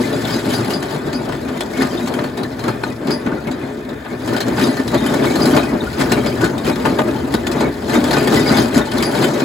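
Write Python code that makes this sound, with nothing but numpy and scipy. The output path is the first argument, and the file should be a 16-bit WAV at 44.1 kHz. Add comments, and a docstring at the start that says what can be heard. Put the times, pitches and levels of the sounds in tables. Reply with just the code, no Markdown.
"""In a shed, a belt-driven cast-iron burr mill crushes dried corn, heard close by at two ports.
Load surges and bites drive noise through the modes of housing and burr plates.
Hard kernels crack in clustered noise bursts with dying tones; a loose steel part clanks now and then.
Band-shaped noise makes the motor hum, the bench shudder and the whirr of belt and bearings."""
import sys
import numpy as np
from scipy import signal
from scipy.fft import rfft, irfft, next_fast_len
from scipy.io import wavfile
from scipy.ndimage import uniform_filter1d, map_coordinates

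SR = 44100
rng = np.random.default_rng(int(sys.argv[2]) if len(sys.argv) > 2 else 0)


def generate_wav(sig):
    """Save sig (samples, or channels by samples) to the path in sys.argv[1] as 16-bit PCM at SR."""
    pcm = np.round(np.clip(np.atleast_2d(sig).T, -1, 1) * 32767).astype(np.int16)
    wavfile.write(sys.argv[1], SR, pcm)


N = 416304

# Levels are relative: the functions add offsets and roughness. Spectra give shape only.
# Slow feed load: t/s, rumble level/dB, grit over rumble/dB
FEED = [(0.0, -18.5, -2.5), (0.8, -28, -12), (1.6, -25, -9), (2.3, -27.5, -8.5), (3.0, -29, -9),
        (3.6, -26, -12.5), (4.21, -33, -11.5), (4.3, -20.5, -18), (5.0, -28.5, -3), (5.6, -16.5, -31),
        (5.85, -24, -5.5), (6.3, -23, -13), (7.2, -21, -11.5), (7.8, -25.5, -7.5), (8.1, -14.5, -9),
        (8.6, -13.5, -4.5), (8.9, -36, -13), (9.44, -17, -11)]
# Mouthfuls caught by the burrs, about one a turn: t/s, half length/s, rumble level/dB, grit over rumble/dB
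BITES = [(0.14, 0.033, -18, -14), (0.316, 0.079, -19, -2.5), (0.54, 0.1, -18, -3),
         (0.722, 0.071, -15.5, -7.5), (0.917, 0.086, -19, -7), (1.11, 0.11, -18.5, -13),
         (1.305, 0.1, -23, -12), (1.493, 0.057, -24.5, -17), (1.573, 0.021, -21.5, -12),
         (1.81, 0.073, -16.5, -5), (1.935, 0.036, -19, -8), (2.042, 0.16, -22, -8.5),
         (2.2, 0.092, -20.5, -15), (2.42, 0.035, -20, -22), (2.673, 0.078, -17.5, -13.5),
         (2.866, 0.059, -21.5, -10), (3.114, 0.058, -15.5, -11.5), (3.307, 0.062, -16.5, -35),
         (3.487, 0.024, -20.5, -30), (3.64, 0.03, -24, -23), (3.911, 0.031, -21.5, -28),
         (4.126, 0.026, -20, -13.5), (4.332, 0.12, -20, -6), (4.484, 0.022, -16, -11),
         (4.638, 0.1, -13.5, -5.5), (4.802, 0.013, -12.5, -11.5), (4.951, 0.025, -9.5, -24),
         (5.112, 0.25, -17, -8), (5.278, 0.091, -16.5, -7.5), (5.49, 0.17, -13, -5),
         (5.752, 0.025, -15, -28), (6.017, 0.031, -9.5, -6.5), (6.14, 0.078, -16, -9.5),
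         (6.263, 0.23, -17.5, -10), (6.441, 0.038, -13, -9), (6.693, 0.043, -12.5, -9.5),
         (6.895, 0.1, -17.5, -9), (7.005, 0.024, -17.5, -12), (7.089, 0.032, -14, -12),
         (7.349, 0.0086, -9, -18), (7.556, 0.083, -16.5, -11.5), (7.645, 0.06, -15, -26),
         (7.952, 0.052, -11.5, -6.5), (8.168, 0.052, -17, -1), (8.369, 0.04, -19, 4.5),
         (8.527, 0.059, -13, -7), (8.772, 0.052, -12, -7), (9.02, 0.18, -15, -9), (9.229, 0.095, -13, -5.5),
         (9.37, 0.064, -18, -5.5)]
BITE_EXPONENT = 1.4  # 2 is a bell; more flattens the top and steepens the flanks
# Hard kernels cracking: t/s, level/dB, crunch over level/dB, ring f/Hz
CRACKS = [(0.308, -20, -16, 4830), (0.389, -19, -14, 3720), (0.5087, -19.5, -11, 3440),
          (0.5384, -14.5, -14, 4800), (0.646, -18, -7, 4770), (0.704, -14, -17, 2920),
          (0.825, -17, -7, 3190), (0.9113, -22, -6, 4340), (1.1288, -18, 1, 4400), (1.288, -24, 11, 1980),
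          (1.322, -23, 10, 3100), (1.483, -25.5, 10, 3470), (1.6068, -9, -4, 3420), (1.82, -14, 7.5, 2730),
          (1.981, -25, 8, 3670), (2.073, -17, -8, 4360), (2.139, -15, -16, 3160), (2.188, -24.5, 15, 3100),
          (2.239, -19.5, 6.5, 4400), (2.374, -18.5, -3, 3850), (2.432, -19.5, 2, 4000),
          (2.5925, -21.5, -12, 4080), (2.6394, -20, 6, 4100), (2.6800, -15, 8, 4200),
          (2.8345, -24, 12.5, 4090), (3.071, -21, -2, 3120), (3.1052, -16.5, 2.5, 4860),
          (3.262, -27, 16.5, 2650), (3.472, -23, -9, 2600), (3.5129, -21, -13, 3870),
          (3.8904, -28, 5, 3760), (4.048, -31.5, 15.5, 2600), (4.1984, -36, -9, 3560),
          (4.2754, -16, 1, 3170), (4.364, -13.5, 2, 4870), (4.4043, -9.5, -23, 4200),
          (4.579, -27, 21.5, 3950), (4.768, -18, 1, 4220), (4.878, -16, -18, 3950), (4.917, -26, 6, 3860),
          (4.9422, -13, -7, 4130), (5.062, -14.5, -5, 3080), (5.1387, -15, 3, 3850),
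          (5.235, -17.5, 11.5, 2500), (5.3556, -12.5, -3, 4280), (5.4066, -23, 6.5, 4410),
          (5.565, -10, 9, 2430), (5.807, -36, -16, 3770), (5.9284, -21, -5, 2460), (5.992, -24, -5, 3150),
          (6.119, -6.5, -4, 2770), (6.2615, -15, 6, 3440), (6.442, -14, 2.5, 4220),
          (6.5799, -19, -14, 3710), (6.6457, -19.5, 0, 3130), (6.666, -14, -20, 2440),
          (6.7565, -18.5, -18, 3500), (6.852, -14, 11.5, 3080), (6.987, -16.5, 16.5, 2450),
          (7.3206, -23, -12, 2500), (7.34, -9.5, -4, 3820), (7.468, -11, -24, 3430),
          (7.515, -14.5, -19, 2460), (7.606, -14, 7, 4140), (7.893, -19.5, 7.5, 4100),
          (8.0406, -12, -16, 3430), (8.0646, -20, -13, 4180), (8.108, -11, 1.5, 4200),
          (8.1302, -10, 3, 4110), (8.167, -13, 10, 2500), (8.273, -9.5, 2.5, 3350), (8.5709, -8.5, 1, 3470),
          (8.6188, -15, -15, 4700), (8.744, -13, -16, 4200), (8.9155, -16, -16, 3150),
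          (8.982, -12, -15, 3560), (9.0252, -6, -17, 4800), (9.1525, -15.5, 4, 3200),
          (9.242, -11, -18, 3520), (9.4, -17, 5, 4140)]
RING_DB = -16.5  # a crack's ring relative to its level
# Clear single notes knocked out of the iron: t/s, level/dB, f/Hz, t60/s
NOTES = [(1.975, -23, 3640, 0.053), (2.448, -24.5, 1770, 0.086), (2.682, -23, 860, .1),
         (2.684, -17.5, 1304, .09), (2.835, -24, 4170, 0.064), (2.84, -27, 1460, 0.073),
         (3.108, -23, 895, 0.062), (3.318, -19, 1460, 0.073), (3.375, -27, 1400, 0.16),
         (3.475, -21.5, 2180, 0.072), (3.632, -29, 2090, .08), (3.891, -32.5, 3680, .07),
         (4.348, -25, 1440, 0.11), (4.774, -20.5, 1780, 0.15), (4.977, -26, 3700, 0.16),
         (5.806, -21.5, 3710, 0.063), (5.868, -20.5, 1440, 0.092), (6.436, -13, 1484, 0.17),
         (6.581, -24, 3710, 0.043), (6.667, -23, 2470, .07), (6.852, -28, 1790, 0.092),
         (6.855, -9, 885, 0.092), (6.997, -13.5, 617, 0.21), (7.0, -22, 817, 0.15),
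         (7.088, -31, 2500, 0.11), (7.437, -28, 1740, 0.21), (8.132, -18, 1840, 0.087),
         (8.14, -13, 1510, .1), (8.501, -15, 1450, .1), (8.796, -21, 1474, 0.17), (8.814, -24, 3670, 0.083)]
# Housing modes: f/Hz, width/Hz, level over the body/dB
HOUSING_MODES = [(142, 24, 6), (227, 14, -4), (255, 43.4, 7.5), (338, 60, 2), (418.2, 3.1, 8.5),
                 (588, 41, 2.5), (880, 69, -3.5)]
# Burr plate modes: f/Hz, width/Hz, level over the body/dB
PLATE_MODES = [(1111, 8.5, -1), (1218.5, 14, 12.5), (1477, 38, 9.5), (1616, 290, -1), (1771, 30, 7),
               (2010, 11, -10), (2230, 14, -4), (2477, 24, 0), (3123, 31, 6.5), (3470, 80, 0),
               (3890, 35, 2), (4144, 46, 5.5), (4744, 340, -10.5), (6340, 12, -9), (3710, 34, -10)]
# Rumble spectrum of the housing: f/Hz, density level/dB
RUMBLE_SPECTRUM = [(20, -70), (50, -51), (100, -13), (190, -5), (260, -4), (400, -5.5), (480, -7.5),
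                   (800, -13.5), (1500, -17.5), (3000, -32.5), (8000, -62)]
# Heavy break spectrum: f/Hz, density level/dB
CRUNCH_SPECTRUM = [(80, -25), (200, 0.5), (400, 6), (900, 7), (1600, -1.5), (2600, -4), (4300, -14),
                   (6500, -37)]
# Grit spectrum at the plates: f/Hz, density level/dB
GRIT_SPECTRUM = [(300, -13), (700, 6.5), (1200, -5), (2000, -2.6), (3000, -5.5), (5000, -4.5), (6000, -9.5),
                 (7200, -8), (8800, -9), (10000, -11), (12000, -11.5), (16000, -21)]
# Clanks of a loose steel part: t/s, level/dB, top mode offset/dB
CLANKS = [(0.327, -17, -30), (0.5404, -20.5, -20), (0.7385, -20.5, -26), (1.1456, -22.5, -26),
          (3.1134, -18, -23), (4.638, -18.5, -21), (5.42, -16, -26), (6.272, -23, -30), (8.412, -22, -34),
          (8.4726, -15, -33), (8.576, -17.5, -27), (9.0474, -17, -18)]
# Modes of the steel part: f/Hz, level/dB, nominal t60/s
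STEEL_MODES = [(4720, -10, 0.13), (4880, -5.5, 0.11), (6235, -23, 0.2), (10590, 3, 0.34)]
# Hum mode: f/Hz, width/Hz, level over its skirt/dB
HUM_MODES = [(114.4, 8.5, 43)]
# Hum course: t/s, level/dB
HUM_LEVEL = [(0, -33), (.4, -24.5), (.57, -17), (.75, -53), (1.27, -27.5), (1.5, -38), (2.5, -34),
             (2.68, -21.5), (3.1, -42), (4.1, -33), (4.5, -26), (5.2, -37), (5.95, -37), (6.13, -21),
             (6.35, -23.5), (6.5, -30.5), (8.2, -40), (8.44, -19.5), (8.65, -35), (9.44, -35)]
# Bench shudder spectrum: f/Hz, density level/dB
SHUDDER_SPECTRUM = [(25, -38), (40, -27), (60, -1.5), (90, -4), (200, -43)]
# Bench shudder course at mean load: t/s, level/dB
SHUDDER_LEVEL = [(0, -41.5), (2.4, -38.5), (2.8, -41), (6, -35), (7.5, -35), (9, -36.5), (9.44, -46)]
SHUDDER_DB_PER_LOAD_DB, SHUDDER_SMOOTH_S = 0.32, 0.31
# Belt and bearing spectrum: f/Hz, density level/dB
WHIRR_SPECTRUM = [(500, -30), (1000, -11), (1700, 4), (2400, -2), (2900, -15), (3650, -2), (4500, -39),
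                  (8000, -27)]
# Left-right correlation before balance and lead: f/Hz, correlation/1
PORT_LIKENESS = [(60, 0.91), (200, 1), (380, 0.9), (550, 0.025), (700, 0.48), (1300, 0.36), (3000, 0.55),
                 (4200, 0.69), (5300, 0.03), (6800, 1), (15000, 1)]
# Port balance: f/Hz, left minus right level/dB
PORT_BALANCE = [(60, 3), (110, 2.5), (200, 2), (380, 1.5), (700, 8), (1290, 2), (2380, 3), (4400, 4),
                (8120, 0)]
# Port phase: f/Hz, lead of the right port/rad
PORT_LEAD = [(600, 0), (2000, -.3), (3000, -1.2), (4100, -.3), (7600, 0), (8900, 3.14), (11000, 6.28),
             (13150, 9.42), (15000, 12.57)]
TOP_HZ = 15900


def mill():
    """The same load and cracks drive noise through housing and plates; struck modes ring on top."""
    rumble_db, grit_db = load()
    t_s, level_db, crunch_db, ring_hz = np.transpose(CRACKS)
    t60_s = 0.082 * amp(rng.normal(0, 1.0, len(t_s)))
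    surge = wobble(25)
    shards = crackle(spread_db=3.5, t60_s=0.045, count=1200)

    # power envelopes
    squeeze = amp(rumble_db + 0.78 * surge + 1.38 * wobble(45)) ** 2
    thud_gain = amp(level_db + crunch_db - 8.5)
    thuds = clusters(t_s, thud_gain, 1.52 * t60_s, attack_s=0.001, pieces_db=-9.0)
    scrape = amp(grit_db - 3.0 + 0.68 * surge) ** 2 * (0.39 + 0.28 * shards)
    snaps = clusters(t_s - .001, amp(level_db - 5.5), 1.03 * t60_s, attack_s=0.0011, pieces_db=-12.0)

    housing = through(np.sqrt(squeeze), RUMBLE_SPECTRUM, HOUSING_MODES)
    housing = patchy(housing, patchy_db=1.06, size=512)
    crunch = through(np.sqrt(thuds), CRUNCH_SPECTRUM, HOUSING_MODES + PLATE_MODES, spiky=0.47)
    plates = through(np.sqrt(scrape + snaps), GRIT_SPECTRUM, PLATE_MODES, spiky=0.1)
    plates = patchy(plates, patchy_db=2.1, size=256)
    plates = patchy(plates, patchy_db=1.5, size=96)  # briefer patches

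    taps = splinters(grit_db - 3, PLATE_MODES, spread_db=2.0, count=650)
    low_modes = HOUSING_MODES[-2:] + PLATE_MODES[:8]
    taps = taps + splinters(rumble_db - 15.5, low_modes, spread_db=5.0, count=450)
    return housing + crunch + plates + rings(t_s, level_db, ring_hz, t60_s) + taps


def load():
    """Levels of rumble and grit, dB: powers of the slow feed and of a swell per bite add."""
    feed_db, over_db = curves(FEED)
    t = np.arange(N) / SR
    power = amp([feed_db, feed_db + over_db]) ** 2
    for t_s, half_s, level_db, grit_db in BITES:
        near = slice(max(int((t_s - .3) * SR), 0), int((t_s + .3) * SR))
        swell = np.exp(-2 * np.abs((t[near] - t_s) / half_s) ** BITE_EXPONENT)
        power[:, near] += amp([[level_db], [level_db + grit_db]]) ** 2 * swell
    return 10 * np.log10(power)


def clusters(t_s, gain, t60_s, attack_s, pieces_db):
    """A kernel gives way in steps: power of a first break, then three weaker ones close behind."""
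    late, weak = rng.random((len(t_s), 6)).T.reshape(2, 3, -1)
    piece_t_s = (t_s + 0.0053 + 0.0295 * late).ravel()
    piece_gain = (gain * amp(pieces_db - 2.7 * weak)).ravel()
    pieces = bursts(piece_t_s, piece_gain, np.tile(0.36 * t60_s, 3), attack_s)
    return bursts(t_s, gain, t60_s, attack_s) + pieces


def crackle(spread_db, t60_s, count):
    """Power envelope, mean 1, of fragments that shatter at random moments."""
    draw = rng.random((count, 3))
    size = amp(-spread_db * np.log(1 - .97 * draw[:, 1]))
    power = bursts(draw[:, 0] * N / SR, size, t60_s * (.5 + draw[:, 2]), attack_s=0.0016)
    return power / np.mean(power)


def splinters(level_db, modes, spread_db, count):
    """Small kernels tap one mode each, a few louder than the rest."""
    out = np.zeros((2, N + SR))
    draw = rng.random((count, 5))
    for when, size, which, life, off in draw:
        f_hz = modes[int(which * len(modes))][0] * (1 + 0.039 * (off - .5))
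        tap_db = level_db[int(when * N)] + along(GRIT_SPECTRUM, f_hz) - spread_db * np.log(1 - .95 * size)
        add_mode(out, when * N / SR, f_hz, amp(tap_db), 0.047 + 0.11 * life, rough=0.29)
    return out[:, :N]


def rings(t_s, level_db, ring_hz, t60_s):
    """Each crack excites one dying mode, by where it hits; clear single notes are added."""
    out = np.zeros((2, N + SR))
    for k in range(len(t_s)):
        add_mode(out, t_s[k], ring_hz[k], amp(level_db[k] + RING_DB), 1.7 * t60_s[k], rough=0.95)
    for note_s, note_db, f_hz, note_t60_s in NOTES:
        add_mode(out, note_s, f_hz, amp(note_db), note_t60_s, rough=0.55)
    return out[:, :N]


def clanks():
    """A loose steel part clanks: low modes scrape roughly, then fade thinly; high modes ring on."""
    out = np.zeros((2, N + SR))
    for t_s, level_db, top_db in CLANKS:
        draws = rng.standard_normal((len(STEEL_MODES), 3))
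        for (f_hz, mode_db, t60_s), (loud, off, late) in zip(STEEL_MODES, draws):
            gain = amp(level_db + mode_db + top_db * (f_hz > 9000) + 1.5 * loud)
            if f_hz > 6000:
                add_mode(out, t_s + 0.0051 * abs(late), f_hz * (1 + 0.0031 * off), gain, t60_s, rough=1.0)
            else:
                scrape_hz, fade_hz = f_hz * (1 + 0.012 * off), f_hz * (1 - 0.0078 * off)
                fade_s = t_s + 0.006 * abs(late)
                add_mode(out, t_s - .004, scrape_hz, gain * amp(-9), 0.73 * t60_s, rough=3.5)
                add_mode(out, fade_s, fade_hz, gain * amp(-8), 1.6 * t60_s, rough=2.2)
    return out[:, :N]


def motor_hum():
    """Unsteady motor hum: noise through one narrow mode on a broad skirt."""
    hum_db, = curves(HUM_LEVEL)
    skirt = [(60, -38), (116, -18), (220, -30)]  # f/Hz, density level/dB
    return through(amp(hum_db - 4.0), skirt, HUM_MODES)


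def bench_shudder():
    """Low noise of the bench, following the load gently and sluggishly."""
    slow_db = uniform_filter1d(load()[0], int(SHUDDER_SMOOTH_S * SR))
    level_db, = curves(SHUDDER_LEVEL)
    level_db = level_db + SHUDDER_DB_PER_LOAD_DB * (slow_db - slow_db.mean())
    return through(amp(level_db), SHUDDER_SPECTRUM, [])


def belt_whirr():
    """Wavering noise of belt and bearings, coloured by the plate modes."""
    return through(amp(-42.5 + 3.8 * wobble(5.3)), WHIRR_SPECTRUM, PLATE_MODES)


def ports(pair):
    """Two fields reach the ports as a shared and an opposed part, with level and phase offsets."""
    def split(f_hz):
        turn = np.arccos(np.clip(along(PORT_LIKENESS, f_hz), -1, 1)) / 2
        return np.array([np.cos(turn), np.sin(turn)])

    def lean(f_hz):
        gain = amp(along(PORT_BALANCE, f_hz) * np.array([[.5], [-.5]]))
        return gain * np.exp(1j * along(PORT_LEAD, f_hz) * np.array([[-.5], [.5]]))

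    mid, side = filtered(pair, split)
    return filtered(np.array([mid + side, mid - side]), lean)


def through(force, spectrum, modes, spiky=0.):
    """Force envelope on two noises, coloured by a resonant body; steady force 1 gives rms 1."""
    def body(f_hz):
        peaks = sum(amp(db) * 1j * f_hz * w / (c * c - f_hz * f_hz + 1j * f_hz * w) for c, w, db in modes)
        h = amp(along(spectrum, f_hz)) * (1 + peaks)
        return h / np.sqrt(np.mean(np.abs(h) ** 2))

    # spiky: strong jolts among weak ones, some milliseconds long
    jolts = rng.standard_normal((2, N)) * np.exp(spiky * wobble(400))
    return filtered(force * unit(jolts), body)


def add_mode(out, t_s, f_hz, gain, t60_s, rough):
    """Adds one dying mode whose strength and phase are roughened by rattling contact."""
    t = np.arange(int(SR * np.clip(t60_s, .01, .5))) / SR
    knots = rng.standard_normal((2, 2, 300))
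    grid = np.arange(300)
    rattle = [np.interp(t * 500, grid, k[0]) + 1j * np.interp(t * 500, grid, k[1]) for k in knots]
    tone = np.exp(2j * np.pi * (f_hz * t + rng.random((2, 1)))) * (1 + rough * np.array(rattle))
    envelope = gain * amp(-60 * t / t60_s) * (1 - np.exp(-t / 0.0017))
    start = int(t_s * SR)
    out[:, start:start + len(t)] += envelope * tone.real


def bursts(t_s, gain, t60_s, attack_s):
    """Power envelope of bursts that rise fast and die away."""
    power = np.zeros(N + SR)
    t = np.arange(SR // 7) / SR
    for start_s, g, life_s in zip(t_s, gain, t60_s):
        burst = g * amp(-60 * t / max(life_s, .01)) * (1 - np.exp(-t / attack_s))
        power[int(start_s * SR):][:len(t)] += burst ** 2
    return power[:N]


def patchy(x, patchy_db, size):
    """Random patches of gain over pitch and time, the same for both fields."""
    z = signal.stft(x, nperseg=size)[2]
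    field = uniform_filter1d(rng.standard_normal(z.shape[1:]), size=5, axis=0)
    field = uniform_filter1d(field, size=8, axis=1)
    gain = amp(patchy_db * unit(field))
    return signal.istft(z * unit(gain), nperseg=size)[1][:, :N]


def filtered(x, response):
    """x times a complex response of frequency."""
    m = next_fast_len(N + SR // 2)
    return irfft(rfft(x, m) * response(np.fft.rfftfreq(m, 1 / SR)), m)[..., :N]


def wobble(knots_per_s):
    """A smooth random curve through knots at the given rate."""
    return map_coordinates(rng.standard_normal(N // 100), [np.arange(N) * knots_per_s / SR])


def curves(rows):
    """One value per sample for each column after the time."""
    t_s, *cols = np.transpose(rows)
    return [np.interp(np.arange(N) / SR, t_s, c) for c in cols]


def along(points, f_hz):
    """(f/Hz, value) points interpolated on a log axis."""
    f, v = np.transpose(points)
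    return np.interp(np.log(f_hz + 1), np.log(f + 1), v)


def amp(db):
    """Gain of a level in dB."""
    return 10 ** (np.asarray(db) / 20)


def unit(x):
    """x brought to rms 1."""
    return x / np.sqrt(np.mean(x ** 2) + 1e-20)


def scene():
    """Everything in the shed, as it reaches the two ports."""
    return ports(mill() + clanks() + motor_hum() + bench_shudder() + belt_whirr())


def record(dry):
    """The loudest peaks are squeezed softly; nothing is kept above the band limit."""
    soft = dry / (1 + np.abs(dry / 1.06) ** 4) ** (1 / 4)
    return filtered(soft, lambda f_hz: f_hz < TOP_HZ)


dry = scene()
out = record(dry)
generate_wav(out)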